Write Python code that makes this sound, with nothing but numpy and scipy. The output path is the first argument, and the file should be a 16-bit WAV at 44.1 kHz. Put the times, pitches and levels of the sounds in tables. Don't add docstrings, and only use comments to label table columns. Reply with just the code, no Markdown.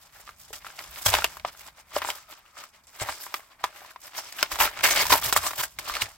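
import sys
import numpy as np
from scipy import signal
from scipy.fft import rfft, irfft, next_fast_len
from scipy.io import wavfile
from scipy.ndimage import uniform_filter1d

SR = 44100
rng = np.random.default_rng(int(sys.argv[2]) if len(sys.argv) > 2 else 0)


def invert_db(level):
    return 10 ** (np.asarray(level, dtype=float) / 20)


def dump_mix(stems):
    frames = np.atleast_2d(stems).T
    limited = np.clip(frames, -1, 1)
    pcm = np.round(limited * 32767).astype(np.int16)
    wavfile.write(sys.argv[1], SR, pcm)


N = 272097

# pitch_hz, density_db (per Hz)
SHEET_COLOUR = [(88, -40), (170, -28), (310, -13), (438, -12), (485, -18.5), (579, -4.5), (690, -8.5),
                (1120, -3), (1370, -5.5), (2200, -6), (5000, -14), (6500, -25.5), (11000, -120)]
# pitch_hz, density_db (per Hz)
FIBRE_COLOUR = [(2060, -17), (3500, -5), (4210, -7), (5000, -2), (6300, -4.5), (7860, -3), (8900, -7),
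                (10000, -9), (11200, -7.5), (12300, -4.5), (15800, -8), (16800, -9.5)]
# pitch_hz, density_db (per Hz)
TABLE_COLOUR = [(12, -50), (20, -26), (43, 1.5), (81, -2), (103, -8.5), (135, -8), (220, -14), (290, -31),
                (480, -120)]
# pitch_hz, density_db (per Hz)
ROOM_COLOUR = [(12, -27), (20, -7.5), (299, -14), (432, -18), (1190, -8.5), (1770, -14), (2410, -10),
               (2940, -29), (8570, -20), (10000, -26), (12500, -23), (15800, -27)]
# pitch_hz, likeness (0 to 1)
LIKENESS = [(40, 0.97), (130, 0.93), (300, 0.8), (700, 0.95), (1400, 0.72), (3000, 0.38), (7000, 0.11),
            (15000, 0)]
# pitch_hz, left_minus_right_db
PORT_DIFFERENCE = [(60, -1.5), (400, 2), (1300, 1.3), (3000, 0.4), (8000, -0.3), (14000, -3.5)]
# time_s, level_db
RUMBLE = [
    (0.0, -67.5),
    (0.86, -66.5),
    (1.18, -57.5),
    (2.3, -75.5),
    (4.31, -76.5),
    (5.1, -49.5),
    (5.41, -56),
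    (5.6, -64),
    (6.17, -65),
]
# start_s, peak_db, pitch_hz, fade_ms
TABLE_KNOCKS = [(1.063, -30.5, 96, 43), (1.138, -35, 67.6, 39), (1.945, -53.5, 77, 98),
                (3.015, -33.5, 106, 15), (3.09, -47.5, 70.0, 22), (3.632, -55, 84.6, 23),
                (4.529, -42, 62.4, 20), (4.601, -42, 57.6, 53), (4.837, -48, 98, 25),
                (5.109, -35.5, 93, 27), (5.258, -38.5, 114, 17), (5.368, -41, 86.5, 35),
                (5.588, -43, 118, 15), (5.782, -52.5, 124, 22), (5.909, -48.5, 53.8, 44),
                (6.027, -38.5, 103, 16)]
# start_s, peak_db, pitch_hz, sharpness_db
LARGE_FOLDS = [(1.121, -15, 676, -7), (1.138, -1.5, 920, -8.5), (1.185, -11.5, 890, -20),
               (1.242, -7, 675, -4), (1.447, -13, 700, -31), (1.448, -14.5, 1257, -23.5),
               (1.963, -8.5, 580, -16), (2.017, -13.5, 1090, -15.5), (2.046, -16.5, 930, -20),
               (2.087, -17, 934, -28), (3.086, -15, 1060, -15.5), (3.091, -17, 900, -20),
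               (3.34, -11.5, 1220, -9.5), (3.639, -6, 1000, -16), (4.389, -19, 1610, -12.5),
               (4.4265, -2, 1480, -5), (4.556, -18, 1030, -7.5), (4.587, -13.5, 930, -9),
               (4.602, -13, 890, -4), (4.62, -12, 1000, -6), (4.639, -22, 1150, -11.5),
               (4.674, -14.5, 1300, -21), (4.933, -16, 1160, -18), (5.053, -15, 920, -14),
               (5.103, -6, 1050, -12), (5.124, -3.5, 1060, -19), (5.136, -13, 1050, -22),
               (5.153, -8, 880, -24), (5.259, -17.5, 1260, 2.5), (5.3245, -3.5, 1040, -5.5),
               (5.362, -3, 1106, -26), (5.464, -13, 1140, -11), (5.6345, -15, 1550, -18),
               (5.966, -13.5, 1254, -12)]
# start_s, peak_db, pitch_hz
SMALL_CREASES = [(0.275, -29, 1220), (0.29, -26.5, 1240), (0.504, -37, 445), (0.529, -29.5, 1360),
                 (0.645, -28, 1090), (0.665, -23, 1330), (0.701, -31, 1640), (1.082, -20, 1030),
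                 (1.22, -17.5, 1420), (1.368, -28.5, 1100), (1.918, -37, 1160), (2.568, -31.5, 1230),
                 (2.637, -29.5, 1280), (3.016, -22, 573), (3.058, -32, 740), (3.264, -25, 1030),
                 (3.752, -41, 820), (3.816, -34.5, 760), (3.846, -31.5, 1030), (3.959, -27, 1053),
                 (4.186, -21.5, 900), (4.516, -22, 1000), (4.874, -18, 1030), (5.016, -29, 1540),
                 (5.223, -19, 1190), (5.507, -21, 1120), (5.532, -19.5, 1090), (5.594, -24, 1150),
                 (5.608, -18.5, 1060), (5.896, -15.5, 1185), (4.772, -27, 1500), (4.638, -20, 1000),
                 (1.954, -26, 1400), (2.022, -22, 2000), (2.03, -30, 1500), (0.655, -32, 2000),
                 (3.655, -30, 1300), (1.06, -20, 600), (1.13, -17, 760), (3.097, -24, 1300),
                 (3.124, -30, 1700), (4.851, -15, 1500), (4.952, -20, 1300), (5.018, -19, 895),
                 (5.062, -23, 1000), (5.166, -19, 1010), (5.404, -27, 1500), (5.44, -21, 1000),
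                 (5.484, -25, 1200)]
# start_s, peak_db
STRIP_FLICKS = [(0.79, -21.5), (0.958, -25.5), (1.15, -8.5), (1.396, -30), (2.101, -14), (2.998, -25),
                (3.006, -26), (4.323, -29), (4.663, -22), (4.772, -29), (4.789, -19.5), (4.807, -19.5),
                (4.84, -10), (4.891, -12.5), (4.908, -8.5), (4.973, -9), (4.998, -11), (5.331, -33),
                (5.786, -18.5), (4.8745, -16), (4.986, -15), (5.012, -16), (5.938, -17), (6.019, -8.5),
                (5.951, -14.5), (1.242, -13), (1.129, -14), (4.8, -33)]
# start_s, hiss_db, sheet_over_hiss_db, fall_ms
RIPS = [(0.49, -52.5, -8, 43), (0.558, -40.5, -7, 22), (1.066, -18.5, -3, 6), (1.084, -25.5, 0, 22.5),
        (1.609, -51, 2.5, 70), (1.671, -47, 4.5, 19), (2.641, -45.5, 0, 18), (3.346, -48.5, 7.5, 41),
        (3.643, -45.5, 6, 38.5), (4.522, -30, -2.5, 12), (4.652, -29, 3, 30), (4.842, -21, 5, 23.6),
        (4.868, -26.5, 1, 70), (4.914, -23.5, -0.5, 24), (5.105, -24, 3, 51), (5.127, -22, 4, 14),
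        (5.22, -37, -1, 25), (5.242, -29.5, -0.5, 44), (5.288, -31, -1.5, 27), (5.366, -22.5, -1, 20.6),
        (5.466, -27.5, -5, 32.5), (5.633, -33, 1, 18.7), (6.017, -28, 1, 24.3)]
# release_s, hiss_db, sheet_over_hiss_db, rise_ms
SLOW_PULLS = [(0.031, -53, -7.5, 34), (0.626, -55.5, 3.5, 21), (0.985, -42.5, 1, 67), (1.148, -30, 3.5, 36),
              (1.377, -57.5, 8.5, 120), (1.488, -44, 7, 27), (1.808, -52.5, 2, 46), (1.979, -36, 0.5, 39),
              (2.003, -51.5, 5.5, 95), (2.103, -37, 3, 71), (2.332, -48.5, -1, 44), (2.615, -48, 3, 52),
              (2.692, -58, -6, 33), (2.972, -49, -1, 36), (3.026, -30.5, -1.5, 24), (3.121, -41, 4, 100),
              (3.242, -44.5, -6, 107), (3.908, -53, 3.5, 50), (4.194, -35.5, -3.5, 42),
              (4.221, -54.5, 5, 120), (4.285, -46, 0, 92), (4.361, -48, 2.5, 46), (4.976, -23.5, 1, 25),
              (5.02, -23.5, 2, 58), (5.167, -28, 0.5, 58), (5.452, -29.5, -2, 33.6),
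              (5.607, -32, 2.5, 27.4), (5.914, -39, 3.5, 82)]
# peak_s, hiss_db, sheet_over_hiss_db, fall_ms
FINGER_RUBS = [(0.066, -57.5, 0.5, 53), (0.173, -49, 0, 56), (0.282, -50.5, -1, 53), (0.419, -52, -8.5, 73),
               (0.68, -49.5, 3.5, 83), (0.766, -52, -2, 22), (0.796, -44, 4.5, 18), (0.851, -48, 0, 115),
               (1.045, -39.5, -4, 55), (1.178, -33.5, 4.5, 37), (1.24, -41.5, -1.5, 100),
               (1.533, -55, 3, 47), (1.586, -47.5, -6.5, 44), (1.912, -52, 0, 26), (2.16, -44.5, -0.5, 59),
               (2.377, -57.5, 2.5, 50), (2.48, -61.5, 2.5, 69), (2.757, -57.5, 3, 37),
               (3.281, -48.5, 1.5, 138), (3.519, -64.5, 10.5, 32), (3.613, -61.5, 10.5, 32),
               (3.795, -51.5, 3.5, 118), (4.054, -46, -2, 58), (4.408, -36.5, 2.5, 53),
               (4.547, -39.5, 2.5, 77), (4.616, -19, 1, 26), (4.783, -45.5, 8.5, 100),
               (5.068, -35.5, 0, 31), (5.557, -44, -3, 115), (5.96, -38, 2.5, 90), (6.12, -55.5, -13, 66)]
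# start_s, hiss_db, sheet_over_hiss_db, fall_ms
GLUE_SPOTS = [(0.531, -37, -2, 19.5), (1.0615, -21, 0, 6.8), (1.2432, -26, -4.5, 13), (2.837, -56, -14, 18),
              (2.871, -52.5, -3, 50), (4.325, -36, -6, 6), (4.4285, -27, 2, 10.4), (5.327, -28, 0.5, 24),
              (5.788, -36.5, 1, 21), (5.511, -36, 3, 7), (1.451, -52, 14, 9.8), (3.751, -55, 4, 40),
              (4.959, -30, 0, 12), (5.123, -30, 0, 10), (3.342, -36, 6, 9), (3.64, -36, 6, 11),
              (5.3315, -27, 0, 3), (6.018, -28, 0, 8), (5.556, -39, -8, 12), (3.366, -48, -3, 6),
              (4.407, -36, -2, 5), (1.369, -48.5, 5, 8), (4.557, -36, 0, 5), (5.233, -36, -2, 8),
              (0.791, -43, -2, 8)]
# start_s, end_s, pitch_hz, level_over_sheet_db
TAUT_PANELS = [
    (4.824, 5.034, 2200, -4),
    (5.122, 5.18, 940, 0),
    (5.416, 5.497, 1086, -1),
    (5.85, 5.93, 1143, 0.5),
    (2.13, 2.8, 1255, -3),
    (3.38, 3.696, 1110, -3.5),
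    (4.58, 4.676, 894, -5),
]
# start_s, peak_db, pitch_hz
THREADS = [(0.401, -42, 5160), (0.4888, -40, 8870), (0.5295, -24, 7870), (0.7901, -23, 4690),
           (1.0615, -9, 5040), (1.1388, -10, 3560), (1.1514, -19, 2550), (1.2428, -8.5, 2700),
           (1.5673, -41, 6480), (1.6651, -38, 5430), (1.9624, -16, 5000), (2.0214, -27, 3240),
           (2.1022, -19, 3170), (2.5864, -39, 3010), (2.637, -31, 6590), (2.8345, -50, 7490),
           (2.8698, -34, 7500), (2.9612, -39, 4940), (3, -24, 4390), (3.0155, -21, 7800),
           (3.3413, -16.5, 3350), (3.6386, -20, 3790), (4.0587, -29, 5370), (4.1699, -25, 6360),
           (4.3231, -26, 4680), (4.4074, -25, 3410), (4.4276, -6.5, 5260), (4.5184, -20, 5050),
           (4.5565, -22, 6940), (4.6033, -8, 2860), (4.8393, -9, 2790), (4.8743, -17, 2540),
           (4.9067, -13, 6410), (4.9596, -14, 4720), (4.9926, -11, 3000), (5.1013, -15, 2630),
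           (5.114, -9, 6350), (5.124, -8, 3820), (5.2324, -21, 3330), (5.24, -20, 2950),
           (5.2594, -18.5, 5110), (5.2947, -26, 2530), (5.3258, -6, 7740), (5.3632, -9, 7720),
           (5.4301, -22, 5220), (5.464, -16, 7340), (5.5563, -31, 7330), (5.5837, -27, 3080),
           (5.5957, -21, 3290), (5.6356, -18, 5390), (5.7871, -24.5, 3240), (6.018, -12, 2840)]
# start_s, end_s, pitch_hz, level_over_hiss_db
RINGING_EDGES = [(1.06, 1.077, 3300, -3), (1.243, 1.262, 2750, -1), (1.463, 1.495, 5300, -3),
                 (2.04, 2.115, 7600, -4), (3.005, 3.037, 7800, -3.5), (3.09, 3.249, 5040, -6),
                 (3.09, 3.15, 7900, -5), (3.2, 3.275, 12500, -3.5), (4.15, 4.308, 5470, -4),
                 (4.59, 4.683, 13000, -6), (4.904, 4.929, 6360, -4.5), (4.958, 5.03, 4730, -4.5),
                 (5.119, 5.14, 4000, -2), (5.09, 5.19, 13000, -4), (5.23, 5.312, 13000, -4.5),
                 (5.326, 5.345, 8000, -1), (5.361, 5.391, 7760, -3.5), (5.431, 5.487, 7900, -5.5),
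                 (5.552, 5.645, 14500, -2), (5.852, 6.044, 4200, -6.5)]
# time_s, treble_db
EDGE_FACING = [(0.0, 0), (0.6, 0), (1.06, 2), (1.3, 0), (1.8, 0), (2.1, 0), (2.4, -4), (2.9, -3), (3.2, 0),
               (3.55, 1), (4.0, 0), (4.2, -4), (4.6, 0), (5.0, 0), (5.3, 1), (5.6, 1), (5.85, -2),
               (6.17, -4)]


def level(x, db=0):
    return x * invert_db(db) / np.sqrt(np.mean(x ** 2))


def along(table, size):
    hz, value = np.transpose(table)
    return np.interp(np.log(np.fft.rfftfreq(size, 1 / SR) + 1), np.log(hz + 1), value)


def over_time(table):
    return np.interp(np.arange(N) / SR, *np.transpose(table))


def colour(x, table):
    cep = irfft(np.log(invert_db(along(table, size=4096))))
    cep[1:2048] *= 2
    cep[2049:] = 0
    response = irfft(np.exp(rfft(cep)))[None, :2048]
    return signal.fftconvolve(x, response, axes=-1)[:, :N]


def pair(gate):
    size = next_fast_len(N)
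    mid, side = rfft(gate * rng.standard_normal((2, N)), size)
    alike = np.clip(along(LIKENESS, size), 0, 1)
    mid = mid * np.sqrt(1 + alike)
    side = side * np.sqrt(1 - alike)
    return irfft(np.array([mid + side, mid - side]), size)[:, :N]


def walk(rate):
    k = int(SR / rate)
    targets = np.repeat(rng.standard_normal(N // k + 1), k)[:N]
    return 0.9 * uniform_filter1d(targets, k)


def breaks(per_s, spread_db, fall_s):
    when = rng.random(N) < per_s / SR
    size = invert_db(spread_db * np.minimum(rng.exponential(size=N), 3.5))
    falling = signal.lfilter([1], [1, -np.exp(-1 / (fall_s * SR))], when * size)
    return level(falling + 1e-9)


def resonate(x, hz, q):
    return signal.lfilter(*signal.iirpeak(hz, q, fs=SR), x)


def add(out, s, sound):
    i = max(int(s * SR), 0)
    out[..., i:i + sound.shape[-1]] += sound[..., :N - i]


def room(dry):
    t = np.arange(SR // 4) / SR
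    fade = np.exp(-np.log(1000) * t / 0.11)
    tail = rng.standard_normal((2, len(t))) * fade * np.minimum(t / 0.001, 1)
    tail = signal.lfilter([1], [1, -.6], tail)
    tail = tail / np.sqrt(np.sum(tail[0] ** 2))
    wet = signal.fftconvolve(dry.mean(axis=0)[None], tail, axes=-1)[:, :N]
    air = level(colour(pair(1), ROOM_COLOUR), -65)
    return invert_db(-17.0) * wet + air


def rumble():
    unsteady = invert_db(2.9 * walk(16))
    return level(colour(pair(unsteady), TABLE_COLOUR)) * invert_db(over_time(RUMBLE) + 2.5)


def pulls():
    moves = [(s, db, sheet_db, 8.3, ms) for s, db, sheet_db, ms in RIPS]
    moves += [(s, db, sheet_db, 0.4, ms) for s, db, sheet_db, ms in GLUE_SPOTS]
    moves += [(s, db, sheet_db, ms, 5.3 + 0.26 * ms) for s, db, sheet_db, ms in SLOW_PULLS]
    moves += [(s, db, sheet_db, 0.66 * ms, ms) for s, db, sheet_db, ms in FINGER_RUBS]
    t, power = np.arange(0, N, 32) / SR, 0
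    for s, db, sheet_db, rise_ms, fall_ms in moves:
        away_ms = np.abs(t - s) * 1000
        shape = np.exp(-np.where(t < s, (away_ms / rise_ms) ** 2, (away_ms / fall_ms) ** 1.4))
        power = power + (shape * invert_db(np.array([[db], [db + sheet_db]]))) ** 2
    return [np.interp(np.arange(N) / SR, t, np.sqrt(p)) for p in power]


def patches(x, edges_hz, depth_db, rate):
    lows = [signal.sosfilt(signal.butter(2, hz, fs=SR, output="sos"), x) for hz in edges_hz]
    lows = [0] + lows + [x]
    return [(upper - lower) * invert_db(depth_db * walk(rate)) for lower, upper in zip(lows, lows[1:])]


def crinkle():
    pitches_hz = 750 * 1.31 ** np.arange(6)
    return level(sum(level(resonate(pair(breaks(45, 4.8, 0.0012)), hz, 4.5)) for hz in pitches_hz))


def tearing():
    hiss, body = pulls()
    fine = 0.51 + 0.55 * breaks(1000, 4.8, 0.0016)
    coarse = 0.72 + 0.5 * breaks(350, 5.3, 0.002)
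    fibre_noise = level(colour(pair(fine), FIBRE_COLOUR))
    *lower, upper, top = patches(fibre_noise, (3870, 5100, 6570, 8400, 10540, 13000), depth_db=3.5, rate=50)
    brightness = invert_db(over_time(EDGE_FACING)) * np.minimum(hiss / invert_db(-34.5), 1) ** 0.05
    fibres = sum(lower) + (upper + top) * brightness + edge()
    sheet_noise = level(colour(pair(coarse), SHEET_COLOUR))
    large, *small = patches(sheet_noise, (546, 870, 1510, 2920), depth_db=2.5, rate=51)
    large = large * np.minimum(body / invert_db(-47.0), 1) ** 1.2
    sheet = large + sum(small) + invert_db(-6.0) * crinkle() + strip()
    return invert_db(1.23 * walk(90)) * (fibres * hiss * invert_db(0.74) + sheet * body * invert_db(-2.5))


def creases():
    folds = LARGE_FOLDS + [(s, db, hz, -22.5) for s, db, hz in SMALL_CREASES]
    folds = folds + [(s, db, 2200, -8.5) for s, db in STRIP_FLICKS]
    return [(s, db, hz, sharp_db + 4, sharp_db - 7) for s, db, hz, sharp_db in folds]


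def panel_ring(t, db, hz, small_db, rise):
    rank = np.arange(10)[:, None]
    small = rank > 4
    place, phase, gain = rng.random((3, 10, 1))
    step = (rank % 5 + place) / 5
    mode_hz = np.where(small, 2300 * 2.7 ** step, hz * 2 ** (1.37 * (step - .25)))
    mode_hz[1], gain[1] = hz, 0
    since = t - 2 * rise
    swell = np.exp(-(since / rise) ** 2)
    fade = np.exp(-np.abs(since) * mode_hz ** .9 * np.where(rank == 1, .6, 1))
    decay = np.where(since < 0, swell, fade)
    twist = np.array([1, -1])[:, None, None] * (phase - .5) * mode_hz / 2500
    size = invert_db(-9 * gain ** 0.11 + small * (small_db + 8.5) + 2.8 * (rank == 1))
    wave = np.cos(2 * np.pi * (mode_hz * since + 0.37 * (phase - .5)) + twist)
    ring = -(decay * size * wave).sum(axis=1)
    return ring / np.abs(ring.mean(axis=0)).max() * invert_db(db)


def snaps():
    t = np.arange(SR // 36) / SR
    out = np.zeros((2, N))
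    cracks, rattle = np.zeros((2, N))
    for s, db, hz, small_db, crack_db in creases():
        rise = .0003 * invert_db(-0.18 * min(small_db, 0))
        ring = panel_ring(t, db, hz, small_db, rise)
        s = s + .0019 - 2 * rise
        add(out, s, ring)
        add(out, s + 0.0051, invert_db(-13.0) * ring)
        add(cracks, s + rise, invert_db(db + crack_db) * (np.exp(-t / 0.0023) + 0.13 * np.exp(-t / 0.0039)))
        add(rattle, s + 0.00125, invert_db(db - 17.5) * np.exp(-t / 0.0053))
    out = signal.sosfilt(signal.butter(3, 340, "high", fs=SR, output="sos"), out)
    out = out + cracks * level(colour(pair(1), FIBRE_COLOUR))
    return out + rattle * level(colour(pair(1), SHEET_COLOUR))


def pings():
    out, t = np.zeros((2, N)), np.arange(SR // 50) / SR
    for s, db, hz in THREADS:
        phase = 2 * np.pi * rng.random() + np.array([[1], [-1]]) * (rng.random() - .5) * hz / 2500
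        swell = np.minimum(t / 0.0002, 1) * np.exp(-t * hz / 7)
        partner = 0.39 * np.sin(2 * np.pi * 1.6 * hz * t - 2 * phase)
        ring = np.sin(2 * np.pi * hz * t + phase) + partner
        add(out, s, invert_db(db - 5) * swell * ring)
    return out


def edge():
    out = np.zeros((2, N))
    grains = level(pair(0.5 + 0.67 * breaks(600, 4.0, .002)))
    for start_s, end_s, hz, db in RINGING_EDGES:
        span = slice(int(start_s * SR), int(end_s * SR))
        ring = level(resonate(grains[:, span], hz, 8.8), db)
        add(out, start_s, ring * signal.windows.tukey(ring.shape[1], .3))
    return out


def knocks():
    out, t = np.zeros((2, N)), np.arange(SR // 4) / SR
    for s, db, hz, fade_ms in TABLE_KNOCKS:
        swell = (1 - np.exp(-t / 0.0027)) * np.exp(-t * 1000 / fade_ms)
        boom = np.sin(2 * np.pi * hz * t) + 0.56 * np.sin(2 * np.pi * 0.66 * hz * t)
        add(out, s, invert_db(db + 4.0) * swell * boom)
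    return out


def strip():
    t, out = np.arange(N) / SR, 0
    grains = pair(0.45 + breaks(200, 4.3, 0.0021))
    for start_s, end_s, hz, db in TAUT_PANELS:
        taut = uniform_filter1d(1. * (t > start_s) * (t < end_s), SR // 50)
        out = out + level(resonate(grains, hz, 17), db) * taut
    return out


def scene():
    paper = tearing() + snaps() + pings()
    return paper + rumble() + knocks() + room(paper)


def low_pass(x):
    return signal.sosfilt(signal.butter(12, 17000, fs=SR, output="sos"), x)


def record(dry):
    size = next_fast_len(N)
    tilt = invert_db(np.array([[.5], [-.5]]) * along(PORT_DIFFERENCE, size))
    tilt = tilt * (np.fft.rfftfreq(size, 1 / SR) < 16000)
    ports = irfft(rfft(dry, size) * tilt, size)[:, :N]
    ports[1] = np.roll(ports[1], 2)
    return low_pass(np.clip(ports, -1, 1))


dry = scene()
out = record(dry)
dump_mix(out)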